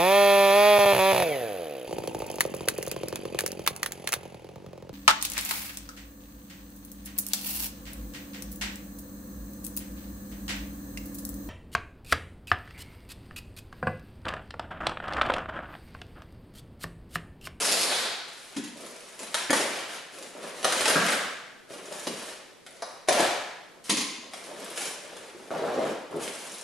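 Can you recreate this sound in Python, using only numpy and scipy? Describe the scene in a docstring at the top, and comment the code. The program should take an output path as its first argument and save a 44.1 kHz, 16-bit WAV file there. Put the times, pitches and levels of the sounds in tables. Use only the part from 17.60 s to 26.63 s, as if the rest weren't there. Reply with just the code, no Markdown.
"""Ripping tape off a cardboard box

Packing tape is pulled off a long box and its end is torn open in a bare, echoing room. Each pull is
stick-slip motion: a run of tiny slips that sound in the tape film, the paper fibres and the hollow box.
Flaps snap and shake, the box knocks and bumps, and torn strips are tossed onto the floor mat."""
import sys
import numpy as np
from scipy import signal
from scipy.fft import rfft, irfft, next_fast_len
from scipy.io import wavfile
from scipy.ndimage import uniform_filter1d

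SR = 44100
rng = np.random.default_rng(int(sys.argv[2]) if len(sys.argv) > 2 else 0)


def pcm_store(signal):
    """Save signal as 16-bit PCM."""
    levels = np.round(np.clip(np.atleast_2d(signal), -1, 1) * 32767)
    wavfile.write(sys.argv[1], SR, levels.astype(np.int16).T)


N = 398223
TAPE_SLIPS_PER_S = 190

# tearing pulls: (start [s], length [s], swell [dB], film level [dB], fibre level [dB], box level [dB])
PULLS = [(0.0, 0.41, -9, -31, -36.5, -40.5), (0.294, 0.18, -5.5, -40.5, -32.5, -52),
         (1.764, 0.066, -4, -39, -37, -53), (1.932, 0.078, -2, -30, -31, -32),
         (2.055, 0.14, 6, -45, -39.5, -46.5), (3.04, 0.21, 3.5, -34.5, -31, -42.5),
         (3.272, 0.036, -2, -25.5, -24.5, -37), (3.35, 0.074, 2, -37, -31.5, -35.5),
         (3.438, 0.098, 1.5, -33, -29.5, -38.5), (5.474, 0.15, 8, -36.5, -29.5, -30.5),
         (7.158, 0.078, 4.5, -34, -51, -52), (7.905, 0.36, 3.5, -64, -44, -30.5)]
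# fingers shift their grip: (start [s], length [s], film level [dB], fibre level [dB], box level [dB])
GRIPS = [(0.64, 0.33, -51, -53.5, -64), (1.138, 0.17, -46.5, -53.5, -48), (1.307, 0.27, -51.5, -52.5, -60),
         (1.568, 0.052, -37, -45, -43.5), (1.637, 0.096, -49, -48, -56), (2.267, 0.086, -42.5, -41.5, -48),
         (2.499, 0.17, -46, -51, -49.5), (2.709, 0.14, -54.5, -53, -42.5), (2.787, 0.096, -45.5, -43, -41),
         (2.929, 0.14, -44, -46, -42.5), (4.073, 0.091, -45.5, -48.5, -43.5), (4.195, 0.17, -48, -50, -45),
         (4.285, 0.2, -41, -49.5, -47), (4.498, 0.21, -44, -44.5, -48.5), (4.85, 0.028, -69, -58, -53.5),
         (5.03, 0.33, -59, -55.5, -58.5), (6.074, 0.13, -89, -74, -56), (6.233, 0.025, -35.5, -44, -65),
         (6.606, 0.042, -60, -64, -45.5), (6.695, 0.18, -47.5, -51.5, -50.5), (6.82, 0.23, -53, -53, -43.5),
         (6.956, 0.25, -45, -46, -47.5), (7.222, 0.081, -39.5, -47.5, -46), (7.368, 0.32, -54, -50, -49),
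         (7.74, 0.24, -56, -55, -48.5), (8.222, 0.073, -47.5, -46, -38), (8.484, 0.11, -52.5, -55, -35),
         (8.585, 0.081, -34.5, -42, -44.5), (8.695, .31, -42, -55, -50)]
def pulls():
    """Incoherent addition: the powers of overlapping hand strokes sum to drive film, fibres and box."""
    power = sum(stroke(s, length, levels, swell, attack_s=.002) for s, length, swell, *levels in PULLS)
    power += sum(stroke(s, length, levels, swell_db=0, attack_s=.045) for s, length, *levels in GRIPS)
    film, fibre, box = np.sqrt(power)
    return tape_peel(film) + fibre_tear(fibre) + box_creak(box)


def stroke(start, length, levels_db, swell_db, attack_s):
    """Driven motion, then free decay: power rises, lasts while the hand moves and dies exponentially."""
    t = np.arange(SR) / SR
    onset = np.minimum(t / attack_s, 1)
    held_db = np.array(levels_db)[:, None] + swell_db * (np.minimum(t / length, 1) - .5)
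    decay_db = np.outer([265, 105, 202], np.maximum(t - length, 0))  # dB/s: film, fibre, box
    power = np.zeros((3, N))
    add(power, start, (onset * amp(held_db - decay_db)) ** 2)
    return power


def stick_slip(rate_hz, jitter, scatter_db, life_s, clump_db, clump_hz, rasp_db):
    """Relaxation oscillation: tension builds and lets go in uneven bursts, over a fine rasp."""
    gaps, sizes = rng.standard_normal((N // 40, 2)).T
    onsets = (np.cumsum(np.exp(jitter * gaps)) * SR / rate_hz).astype(int)
    energies = amp(scatter_db * np.clip(sizes, -2, 2)) ** 2
    impulses = np.bincount(onsets[onsets < N], energies[onsets < N], N)
    bursts = signal.lfilter([1], [1, -np.exp(-1 / (life_s * SR))], impulses)
    power = (bursts / bursts.mean() + amp(rasp_db) ** 2) * amp(clump_db * wobble(clump_hz)) ** 2
    slips = np.sqrt(power) * rng.standard_normal(N)
    # the hand sets the work done in each stretch, however it is split among slips
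    return slips / np.sqrt(np.abs(uniform_filter1d(slips ** 2, size=3000)) + 1e-9)


# spectrum of a slip in the film: (frequency [Hz], relative level [dB])
FILM_SPECTRUM = [(50, -48), (200, -10), (600, -2.5), (1500, -6), (2800, -3), (4200, -5), (5600, -4),
                 (8000, -5), (10000, -1.5), (12200, -13)]
def tape_peel(drive):
    """Stick-slip peeling: the glue lets go at nearly even intervals, in a fast zip."""
    slips = stick_slip(TAPE_SLIPS_PER_S, jitter=.2, scatter_db=13, life_s=.00041,
                       clump_db=1.5, clump_hz=80, rasp_db=0)
    return coloured(slips * drive, FILM_SPECTRUM)


# spectrum of breaking paper fibres: (frequency [Hz], relative level [dB])
FIBRE_SPECTRUM = [(40, -21), (90, -9), (160, -17), (380, -3.5), (700, 0.5), (1000, -3.5), (1550, -0.5),
                  (2200, -2), (3600, -5), (6500, -12.5), (12000, -19.5)]
def fibre_tear(drive):
    """Progressive fracture: fibres break at irregular intervals, in a dense crackle."""
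    breaks = stick_slip(rate_hz=380, jitter=.7, scatter_db=4.5, life_s=.00086,
                        clump_db=2, clump_hz=80, rasp_db=-3)
    return coloured(breaks * drive, FIBRE_SPECTRUM)


# response of the hollow box: (frequency [Hz], relative level [dB])
BOX_SPECTRUM = [(40, -5), (95, -39.5), (160, -5), (300, 0), (450, 2), (580, 3), (750, -6), (1000, -7.5),
                (1400, -11), (1900, -20), (3000, -24.5), (6500, -36.5), (12000, -43)]
def box_creak(drive):
    """Forced vibration: slower jerks excite the resonances of the hollow box."""
    jerks = stick_slip(rate_hz=130, jitter=.35, scatter_db=4, life_s=.00054,
                       clump_db=-.5, clump_hz=59, rasp_db=-14.5)
    return coloured(jerks * drive, BOX_SPECTRUM)


# taut tape jumps in short trains of slips: (time [s], relative level [dB])
PEEL_JUMPS = [(.019, -5), (.046, -5), (.069, -3), (.09, -3), (.115, 0), (.14, -3), (.173, -5), (.194, -4),
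              (.211, -3), (.232, -1), (.267, -7)]
def film_twangs(first_db=-5, loss_per_slip_db=4.5, click_db=-1.5):
    """Transverse vibration: each jump of the peel line clicks and plucks the stretched film."""
    clicks, twangs = np.zeros(N), np.zeros(N)
    for start, db in PEEL_JUMPS:
        hz = 5040 - 3300 * start  # the freed tape lengthens, so its pitch sinks
        for slip in range(3):
            s = start + slip / TAPE_SLIPS_PER_S
            size = amp(first_db + db - loss_per_slip_db * slip + rng.standard_normal())
            add(twangs, s, size * damped_ring(hz * np.exp(rng.normal(0, .07)), cycles=2))
            add(clicks, s, size * amp(click_db) * burst(life_s=.0006))
    return twangs + coloured(clicks, FILM_SPECTRUM)


def judder(start_s=7.94, end_s=8.27, rate_hz=54, wall_hz=640, level_db=-13, scatter_db=1.5):
    """Periodic excitation: in one slow pull the board yields in near-even jerks that knock the wall."""
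    out = np.zeros(N)
    for s in np.arange(start_s, end_s, 1 / rate_hz):
        late, size, detune = rng.standard_normal(3)
        knock = jolt(wall_hz * np.exp(.12 * detune))
        add(out, s + .00153 * late, amp(level_db + scatter_db * size) * knock)
    return out


# tape or board gives way at once: (time [s], crack level [dB], knock level [dB])
SNAPS = [(.121, -36, -9.5), (1.743, -8, -17.5), (1.905, -8.5, -8), (1.93, -7, -6), (3.029, -20, -30),
         (3.045, -5, -6), (3.053, -23, -4.5), (3.123, -9, -23), (3.208, -11, -11), (3.256, -8.5, -13),
         (3.279, -6.5, -11), (3.302, -18, -13), (3.485, -16.5, -17), (4.106, -39, -26.5), (4.311, -47, -21),
         (4.47, -16.5, -20), (5.064, -28, -28), (5.222, -22.5, -14), (5.486, -6.5, -2.5), (5.526, -10, -31),
         (5.604, -12, -8.5), (6.735, -23.5, -34), (7.175, -18, -16), (7.567, -28.5, -20.5),
         (7.914, -46, -9), (7.923, -42, -14), (8.033, -43, -14), (8.193, -38, -4.5)]
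# spectrum of a crack: (frequency [Hz], relative level [dB])
CRACK_SPECTRUM = [(60, -19), (250, -13), (600, 1.5), (1500, 2), (2800, -0.5), (4500, -3), (8000, -7),
                  (10200, -2.5), (12200, -17.5)]
def snaps(wall_hz=593):
    """Sudden release of strain: the break cracks, and the freed wall of the box knocks."""
    cracks, knocks = np.zeros(N), np.zeros(N)
    for s, crack_db, knock_db in SNAPS:
        add(cracks, s, amp(crack_db) * burst(life_s=.0022))
        add(knocks, s, amp(knock_db) * damped_ring(wall_hz, cycles=.9))
    return coloured(cracks, CRACK_SPECTRUM) + knocks


# the box is jolted against the mat: (time [s], level [dB])
BUMPS = [(1.897, -9), (3.361, -11.5), (4.106, -23), (4.473, -12), (7.748, -22), (8.51, -18), (8.543, -12),
         (8.567, -14)]
def bumps(thud_hz=372):
    """Damped impact: the whole box thuds dully on the mat."""
    out = np.zeros(N)
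    for s, db in BUMPS:
        add(out, s, amp(db) * jolt(thud_hz))
    return out


def jolt(knock_hz, body_hz=195, body_db=-20.5):
    """Superposition of modes: a short knock over the low ring of the box's whole length."""
    return damped_ring(knock_hz, cycles=.89) + amp(body_db) * damped_ring(body_hz, cycles=1.4)


# a freed strip or flap shakes: (time [s], time constant [s], panel frequency [Hz], panel level [dB],
# edge frequency [Hz], edge level [dB])
FLAPS = [(.3, 0.31, 726, -49, 3900, -32.5), (.963, 0.037, 235, -27.5, 1670, -42),
         (1.896, 0.013, 330, -18.5, 1790, -20.5), (3.356, 0.0074, 247, -17, 1350, -12.5),
         (3.38, 0.18, 240, -39.5, 1420, -29.5), (4.464, 0.023, 230, -34, 4640, -40),
         (5.221, 0.0095, 1005, -28.5, 4600, -34), (5.485, 0.0068, 780, -13.5, 5450, -19),
         (5.575, 0.081, 760, -26, 1460, -34), (6.297, 0.05, 254, -25.5, 4120, -27)]
def flaps(panel_q=2.4, edge_q=2.7):
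    """Resonance under random forcing: a torn flap's panel hums low and its stiff edge rasps higher."""
    out, t = np.zeros(N), np.arange(SR // 2) / SR
    for s, life_s, panel_hz, panel_db, edge_hz, edge_db in FLAPS:
        shake = np.exp(-t / life_s - (t / .33) ** 4)  # dies away within about a third of a second
        shake_rms = np.sqrt(np.mean(shake ** 2))
        for hz, db, q in (panel_hz, panel_db, panel_q), (edge_hz, edge_db, edge_q):
            band = signal.butter(2, hz * np.exp(np.array([-.5, .5]) / q), "bandpass", fs=SR, output="sos")
            ring = signal.sosfilt(band, rng.standard_normal(len(t)) * shake)
            add(out, s, amp(db) * unit(ring) * shake_rms)
    return out


# tossed strips land: (time [s], slap level [dB], thump level [dB], thump frequency [Hz])
LANDINGS = [(0.963, -25, -18, 240), (6.294, -10, -12, 268)]
# each strip hits and flops over: (delay [s], relative level [dB])
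FLOPS = [(0, -1.5), (.074, -7), (.11, -12)]
# spectrum of a slap: (frequency [Hz], relative level [dB])
SLAP_SPECTRUM = [(80, -36), (380, 5), (680, -3), (1030, 9.5), (1450, -4.5), (2250, 7), (3000, 4.5),
                 (3900, 4), (5800, 2), (6800, 5.5), (8000, -3), (10000, 4), (12200, -11)]
def landings():
    """Impact and air displacement: a flat strip slaps the mat, and the air squeezed out thumps."""
    slaps, thumps = np.zeros(N), np.zeros(N)
    for s, slap_db, thump_db, hz in LANDINGS:
        for delay, flop_db in FLOPS:
            add(slaps, s + delay, amp(slap_db + flop_db) * burst(life_s=.011))
            add(thumps, s + delay, amp(thump_db + flop_db) * damped_ring(hz, cycles=1.7))
    return coloured(slaps, SLAP_SPECTRUM) + thumps


# reflections from the floor and near walls: (frequency [Hz], level [dB])
EARLY_REFLECTIONS = [(200, -34.5), (600, -28), (2000, -31.5), (5000, -28.5), (11000, -30.5)]
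# reverberation time of the room: (frequency [Hz], time to fall 60 dB [s])
REVERB_TIMES = [(100, 0.61), (260, 0.64), (700, 0.9), (1800, 1.042), (4500, 0.92), (7500, 0.75),
                (11500, 0.52)]
# stereo width of the echoes: (frequency [Hz], side level relative to mid [dB])
ECHO_WIDTH = [(60, 3), (140, -35), (300, -11.5), (1000, -6), (4000, -7), (8000, -5), (11500, -3)]
def echoes(early_life_s=.01, tail_db=-37.5):
    """Reverberation: a mid and side impulse response, early reflections first, treble dying soonest."""
    hz, t, noise = signal.stft(rng.standard_normal((2, SR)), SR, nperseg=256)
    tail = amp(tail_db - 60 * t / along(REVERB_TIMES, hz)[:, None])
    early = amp(along(EARLY_REFLECTIONS, hz))[:, None] * np.exp(-t / early_life_s)
    spread = np.array([np.ones(len(hz)), amp(along(ECHO_WIDTH, hz))])[:, :, None]
    response = signal.istft(noise * np.hypot(early, tail) * spread, SR, nperseg=256)[1]
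    return np.pad(response, ((0, 0), (SR // 400, 0)))  # 2.5 ms behind the direct sound


def room(source, path_sets=6, direct_db=-5.5):
    """Changing directivity: the bending board radiates along a shifting mix of echo paths."""
    shares = np.array([wobble(rate_hz=55) for _ in range(path_sets)])
    shares /= np.linalg.norm(shares, axis=0)
    mid, side = sum(signal.oaconvolve((source * share)[None], echoes(), axes=1)[:, :N] for share in shares)
    mid = mid + amp(direct_db) * source  # the direct sound comes from straight ahead
    return np.array([mid + side, mid - side])


# spectrum of the noise floor: (frequency [Hz], relative level [dB])
FLOOR_SPECTRUM = [(25, 8), (60, 0), (150, 15), (500, 17.5), (1500, 0), (5000, 0.5), (12000, -3)]
def noise_floor(mid_db=-58.5):
    """Stationary noise: faint hiss and rumble, only partly correlated between the channels."""
    mid, side = (unit(coloured(rng.standard_normal(N), FLOOR_SPECTRUM)) for _ in range(2))
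    return amp(mid_db) * (mid + amp(-1) * np.array([side, -side]))


def burst(life_s):
    """Broadband transient: noise that builds quickly and decays with this time constant."""
    t = np.arange(SR // 10) / SR
    return rng.standard_normal(len(t)) * np.exp(-t / life_s) * (1 - np.exp(-4 * t / life_s))


def damped_ring(hz, cycles):
    """Damped oscillator: its decay envelope falls to 1/e in this many cycles."""
    turns = hz * np.arange(SR // 10) / SR
    return np.sin(2 * np.pi * turns) * np.exp(-turns / cycles) * (1 - np.exp(-2 * turns))


def coloured(x, spectrum, size=4096):
    """Minimum-phase filtering: imposes the spectrum and keeps the power of white noise."""
    gain = unit(amp(along(spectrum, np.fft.rfftfreq(size, 1 / SR))))
    cepstrum = irfft(np.log(gain))
    cepstrum[1:size // 2] *= 2  # folding the cepstrum makes the filter causal
    cepstrum[size // 2 + 1:] = 0
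    return signal.oaconvolve(x, irfft(np.exp(rfft(cepstrum))))[:N]


def wobble(rate_hz):
    """Random modulation: straight lines between values drawn at this rate."""
    knots = rng.standard_normal(N // 20)
    return np.interp(np.arange(N) * rate_hz / SR, np.arange(len(knots)), knots)


def along(points, hz):
    """Interpolation of (frequency, value) points on a log frequency axis."""
    frequencies, values = np.transpose(points)
    return np.interp(np.log(hz + 1), np.log(frequencies), values)


def amp(db):
    """Amplitude ratio of a level in decibels."""
    return 10 ** (np.asarray(db) / 20)


def unit(x):
    """Normalisation to rms 1."""
    return x / np.sqrt(np.mean(x ** 2) + 1e-20)


def add(track, s, sound):
    """Superposition: mixes a sound into the track from time s on."""
    part = track[..., max(round(s * SR), 0):][..., :sound.shape[-1]]
    part += sound[..., :part.shape[-1]]


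def scene():
    """Linear superposition: all the handling happens at one spot and excites the same room."""
    handling = pulls() + film_twangs() + judder() + snaps() + bumps() + flaps() + landings()
    return room(handling) * amp([[.3], [-.3]])  # slightly louder on the left


def record(dry, low_cut_hz=129, top_hz=12250):
    """Band limiting: the microphone thins the bass, faint noise joins in, and the top is cut steeply."""
    low_cut = signal.butter(2, low_cut_hz, "highpass", fs=SR, output="sos")
    heard = signal.sosfilt(low_cut, dry) + noise_floor()
    size = next_fast_len(N + SR // 2)
    high_cut = 1 / (1 + (np.fft.rfftfreq(size, 1 / SR) / top_hz) ** 160)
    return irfft(rfft(heard, size) * high_cut, size)[:, :N]


dry = scene()
out = record(dry)
pcm_store(out)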